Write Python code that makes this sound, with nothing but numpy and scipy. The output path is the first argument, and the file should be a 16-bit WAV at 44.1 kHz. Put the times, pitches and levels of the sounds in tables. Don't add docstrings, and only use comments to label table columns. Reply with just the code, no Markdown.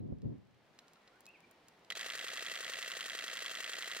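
import sys
import numpy as np
from scipy import signal
from scipy.fft import rfft, irfft
from scipy.io import wavfile
from scipy.ndimage import uniform_filter1d

SR = 44100
rng = np.random.default_rng(int(sys.argv[2]) if len(sys.argv) > 2 else 0)


def int16_out(signal):
    q = np.round(np.clip(np.atleast_2d(signal).T, -1, 1) * 32767)
    wavfile.write(sys.argv[1], SR, q.astype(np.int16))


N = 176400
CLICK_SAMPLES = 4096


def gain(db):
    return 10 ** (np.asarray(db) / 20)


def unit(x):
    return x / np.sqrt(np.mean(x ** 2))


def bins(size):
    return np.arange(size // 2 + 1) * SR / size


def over_hz(points, f):
    p = np.array(points, float)
    return np.interp(np.log(f + 1), np.log(p[:, 0] + 1), p[:, 1])


def over_time(points, t, column=1):
    p = np.array(points, float)
    return np.interp(t, p[:, 0], p[:, column])


def add(out, at, x):
    i = int(round(at * SR))
    n = min(x.shape[-1], N - i)
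    if n > 0:
        out[..., i:i + n] += x[..., :n]


def rings_db(rings, f):
    return sum(db / (1 + (2 * (f - hz) / width) ** 2) for hz, width, db in rings)


def ringing(db):
    cepstrum = irfft(np.log(gain(db)))
    cepstrum[1:CLICK_SAMPLES // 2] *= 2
    cepstrum[CLICK_SAMPLES // 2 + 1:] = 0
    return np.exp(rfft(cepstrum))


def rattle(rise, decay, passes=8):
    t = np.arange(CLICK_SAMPLES) / SR
    rise, decay = rise + 1 / SR, decay + 1 / SR
    envelope = np.minimum(t / rise, 1) * np.exp(-np.maximum(t - rise, 0) / decay)
    x = rng.standard_normal(CLICK_SAMPLES) * envelope
    for _ in range(passes):
        spectrum = rfft(x)
        x = irfft(spectrum / (abs(spectrum) + 1e-12))
        x = x * envelope / np.sqrt(np.abs(uniform_filter1d(x ** 2, size=32)) + 1e-14)
    return rfft(x) / np.linalg.norm(x)


def echo(x, fade_s):
    t = np.arange(SR // 2) / SR
    tail = rng.standard_normal((2, len(t))) * np.exp(-np.log(1000) * t / fade_s)
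    return signal.fftconvolve(np.atleast_2d(x), tail / np.linalg.norm(tail[0]), axes=1)[:, :N]


def stereo_noise(tone, width):
    f = bins(N)
    mid, side = rfft(rng.standard_normal((2, N))) * gain(over_hz(tone, f))
    mid, side = irfft(mid), irfft(side * gain(over_hz(width, f)))
    return np.array([mid + side, mid - side]) / mid.std()


# t/s, rise/s, decay/s, level/dB
GUSTS = [(0, 0.0068, 0.15, -44.5), (0.073, 0.021, .035, -48.5), (0.118, 0.0076, 0.0089, -36.5),
         (0.223, 0.031, 0.051, -39.5), (.28, 0.029, 0.042, -47.5), (.555, 0.016, 0.0073, -73),
         (.68, 0.03, 0.0074, -72), (3.07, 0.0099, 0.015, -70)]
# f/Hz, level/dB
WIND_TONE = [(25, -36), (60, -10.5), (120, 1), (250, -7.5), (480, -21.5), (800, -36.5), (1500, -53),
             (5000, -81)]
# f/Hz, side minus mid/dB
WIND_WIDTH = [(60, -4.5), (120, 0), (220, 6), (700, 9.5), (2000, -2)]
def wind():
    t, power = np.arange(N) / SR, np.zeros(N)
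    for at, rise, decay, db in GUSTS:
        envelope = np.clip((t - at) / rise, 0, 1) * np.exp(-np.maximum(t - at - rise, 0) / decay)
        power += (gain(db) * envelope) ** 2
    return stereo_noise(WIND_TONE, WIND_WIDTH) * np.sqrt(power)


# t/s, level/dB
RIVER_LEVEL = [(0, -78), (.45, -73.5), (.8, -67.5), (1.25, -67.5), (1.88, -66.5), (4, -70.5)]
# f/Hz, level/dB
RIVER_TONE = [(25, -13), (70, -7.5), (150, 1), (400, 1.5), (750, 0.5), (1400, -5.5), (2000, -5.5),
              (4300, -13.5), (8000, -26.5), (15500, -33.5)]
# f/Hz, side minus mid/dB
RIVER_WIDTH = [(100, -23), (380, -11), (1300, -5), (4400, -3.5), (15000, 2)]
def river():
    return stereo_noise(RIVER_TONE, RIVER_WIDTH) * gain(over_time(RIVER_LEVEL, np.arange(N) / SR))


# f/Hz, level/dB
CREAK_TONE = [(500, -27), (3000, 1), (7000, -2), (13000, -7), (15500, -10)]
def creaks(count=60, span_s=3.75):
    out, grip = np.zeros(N), ringing(over_hz(CREAK_TONE, bins(CLICK_SAMPLES)))
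    for when, loud in rng.random((count, 2)):
        db = -54 - 3 * np.log(1 - loud)
        add(out, when * span_s, irfft(rattle(rise=.00013, decay=.0016) * grip) * gain(db))
    return out


# t/s, level/dB, treble boost/dB, decay/s
TICKS = [(0.2187, -43.5, 15, 0.0023), (0.789, -27.5, 12, 0.003), (0.8818, -38.5, 17, 0.0016),
         (0.934, -45.5, 30.5, .003), (0.9576, -39, -1, 0.0015), (1.076, -33.5, 4, 0.004),
         (1.207, -54, 45.5, 0.0005), (1.2560, -39, 26, .002), (1.2655, -35, 27, .001),
         (1.289, -52, 35, 0.0011), (1.405, -50.5, 33, .001), (1.512, -58.5, 48.5, 0.00063),
         (1.6838, -39.5, 28.5, 0.0024), (1.8475, -40, 17, 0.0018)]
# f/Hz, level/dB
TICK_TONE = [(200, -15), (1000, -1.5), (2000, -4.5), (4000, 3), (7000, -12), (10000, -19), (15000, -28)]
# f/Hz, width/Hz, boost/dB
GRIP_RINGS = [(1250, 120, 3), (1820, 110, 11), (2700, 320, 8), (4000, 200, 7.5), (5180, 280, 6),
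              (7000, 360, 7.5)]
def ticks():
    out, f = np.zeros(N), bins(CLICK_SAMPLES)
    for at, db, treble, decay in TICKS:
        tone = over_hz(TICK_TONE, f) + over_hz([(3500, 0), (11000, treble)], f) + rings_db(GRIP_RINGS, f)
        add(out, at, irfft(rattle(.000115, decay) * ringing(tone)) * gain(db))
    return out


# t/s, length/s, start f/Hz, middle f/Hz, end f/Hz, level/dB
CHIRPS = [(0.805, 0.11, 1433, 1397, 1380, -77), (0.961, 0.019, 1420, 1327, 1290, -71),
          (1.02, 0.076, 1920, 1950, 1860, -77), (1.119, 0.079, 1275, 1493, 1390, -71.5),
          (1.266, .044, 2610, 2570, 2840, -60.5), (1.334, 0.038, 2950, 2430, 2130, -63.5),
          (1.432, 0.025, 2240, 2380, 2300, -64.5)]
def bird():
    out = np.zeros(N)
    waver = .016 * unit(uniform_filter1d(rng.standard_normal(N), size=120))
    for at, length, start_hz, mid_hz, end_hz, db in CHIRPS:
        progress = np.linspace(0, 1, int(length * SR))
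        hz = np.polyval(np.polyfit([0, .5, 1], [start_hz, mid_hz, end_hz], 2), progress)
        hz *= 1 + waver[int(at * SR):][:len(hz)]
        envelope = np.sqrt(2 * abs(np.sin(np.pi * progress)))
        add(out, at, np.sin(2 * np.pi * np.cumsum(hz) / SR) * envelope * gain(db))
    return out + gain(-4) * echo(out, fade_s=.45)


def frames(snaps, at):
    opening = [(1.9029, 1.5)] if at > -.004 else []
    return [(snap, 0) for snap in snaps] + opening


def renew(old, new, f):
    fresh = over_hz([(2000, .2), (7000, 1)], f)
    return np.sqrt(1 - fresh) * old + np.sqrt(fresh) * new


# f/Hz, level/dB
BODY_TONE = [(60, -44), (150, -19.5), (280, -12), (600, -10.5), (900, -13.5), (1300, -1.5), (1800, -3.5),
             (2350, -3.5), (3200, -6.5), (4300, -7.5), (5500, -10), (7200, -9), (10000, -15.5),
             (15000, -23.5)]
# f/Hz, width/Hz, boost/dB
BODY_RINGS = [(530, 58, 6.5), (707, 96, 5), (1363, 35, 3), (1635, 85, 6), (1840, 270, 2.5),
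              (2004, 240, 6.5), (2700, 133, 4.5), (3230, 145, 5.5), (3930, 30, 9), (4330, 30, 5.5),
              (9500, 100, 1), (12300, 790, 3)]
def body_db(f):
    return over_hz(BODY_TONE, f) + rings_db(BODY_RINGS, f)


# t/s from the snap, level/dB, rise/s, decay/s, thump/dB, knock/dB, crack/dB, treble/dB
STROKES = [ (-.0592, -7, .0025, 0.0033, -8, -8.5, 12, 4), (-.0572, -3, .0012, .0012, -4, -8, -5, -7),
           (-.0510, -14, .001, .008, 14, 5, 18.5, 13), (-.0412, -2, .0015, .0028, 6.5, 8, 4.5, 5.5),
           (-.0380, -1, .0003, .0022, 0.5, 3, 5, -5.5), (-.0368, -8, .0008, 0.0085, -2, -8, 10, 13),
           (-.0178, -2.2, .0015, .0028, -9, -10, 1.5, 2), (-.0118, -7.5, .0006, .0014, -5, 3, -2, -5),
           (-.0090, -3, .001, .0013, -11, -11, 3.5, 1), (-.0001, -7, .00003, .0001, 3, 7, 4, 5),
           (.0004, -2, .0005, .0042, -8, -3, 8.5, 3.5), (.0068, 1, .0004, 0.0018, -10.5, 2.5, 0, -16),
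           (0.0177, -6.5, 0.000595, 0.0012, 0.5, -13, -1.5, 0.5),
           (0.0188, -4.5, 0.002, 0.0035, 10.5, 2, 10.5, 1), ]
BANDS = (280, 620, 1800, 3200, 7500)
def shutter(snaps, overall_db=-11.5, jitter_s=.00005, scatter_db=.7):
    out, f = np.zeros((2, N)), bins(CLICK_SAMPLES)
    spread = np.array([[1], [-1]]) * gain(-7.5) * np.minimum(f / 3000, 1)
    for at, db, rise, decay, thump, knock, crack, treble in STROKES:
        tone = over_hz(list(zip(BANDS, (thump, knock, 0, crack, treble))), f)
        body = ringing(body_db(f) + tone)
        usual, side = rattle(rise, decay, passes=40), rattle(rise, decay)
        for snap, boost in frames(snaps, at):
            late, loud = rng.standard_normal(2)
            if decay < .0003:
                hit = np.ones(len(f))
            else:
                hit = renew(usual, rattle(rise, decay, passes=1), f) + spread * side
            level = gain(overall_db + db + boost + scatter_db * loud)
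            add(out, snap + at + jitter_s * late, irfft(hit * body) * level)
    return out


# t/s from the snap, f/Hz, level/dB, rise/s, decay/s
KNOCKS = [(-.0597, 655, -47.5, .0019, .011), (-.0425, 450, -47, .0019, .004),
          (.0175, 285, -51, .0019, .004), (-.057, 1800, -36, .0015, .0022),
          (-.009, 1930, -37.5, .0015, .0025), (.017, 1990, -31.5, .0015, .003),
          (-.0004, 3300, -21.5, .0003, .00065)]
def mirror_box(snaps, detune=.015, scatter_db=.6):
    out, t = np.zeros(N), np.arange(CLICK_SAMPLES) / SR
    for at, hz, db, rise, decay in KNOCKS:
        envelope = np.exp(-t / decay) * (1 - np.exp(-(t / rise) ** 2))
        for snap, boost in frames(snaps, at):
            sharp, loud = rng.standard_normal(2)
            note = np.sin(2 * np.pi * hz * (1 + detune * sharp) * t)
            add(out, snap + at, note * envelope * gain(db + boost + scatter_db * loud))
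    return out


# t/s from the snap, f/Hz, level/dB
WHINE = [(-.06, 1148, -65), (-.049, 1553, -55), (-.042, 1917, -50), (-.031, 1887, -56.5), (-.02, 1885, -51),
         (-.015, 1417, -49), (-.011, 1073, -56), (-.004, 1150, -58.5), (.005, 1565, -51.5),
         (0.01, 2030, -62), (0.017, 2070, -72)]
def motor(snaps, frame_s, detune=.008, gears_db=-51):
    whine, gears = np.zeros(N), np.zeros(N)
    t = np.arange(WHINE[0][0], WHINE[-1][0], 1 / SR)
    envelope = np.sqrt(2) * gain(over_time(WHINE, t, column=2))
    f = bins(2 * round(frame_s * SR / 2))
    rustle = lambda: np.exp(2j * np.pi * rng.random(len(f)))
    usual = rustle()
    for snap in snaps:
        hz = over_time(WHINE, t) * (1 + detune * rng.standard_normal())
        add(whine, snap + t[0], np.sin(2 * np.pi * np.cumsum(hz) / SR) * envelope)
        add(gears, snap + t[0], unit(irfft(renew(usual, rustle(), f))))
    tone = body_db(bins(N)) + over_hz([(6000, 0), (11000, 4.5)], bins(N))
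    return whine + irfft(rfft(gears) * unit(gain(tone))) * gain(gears_db)


def off_centre(x, lag_s=.000042, left_db=-.5):
    f = bins(N)
    phase_lag = 2 * np.pi * f * lag_s + .27 * np.minimum(f / 1000, 1)
    left = gain(left_db / 2) * np.exp(-.5j * phase_lag)
    return irfft(rfft(x) * np.array([left, 1 / left]))


def scene():
    burst_start_s, frame_s, count, jitter_s = 2.0109, .090685, 23, .00015
    snaps = burst_start_s + frame_s * np.arange(count) + jitter_s * rng.standard_normal(count)
    camera = off_centre(shutter(snaps) + mirror_box(snaps) + motor(snaps, frame_s) + ticks() + creaks())
    return camera + gain(-16) * echo(camera, fade_s=.09) + bird() + wind() + river()


def record(dry):
    return signal.sosfilt(signal.ellip(10, .2, 70, 15750, fs=SR, output="sos"), dry)


dry = scene()
out = record(dry)
int16_out(out)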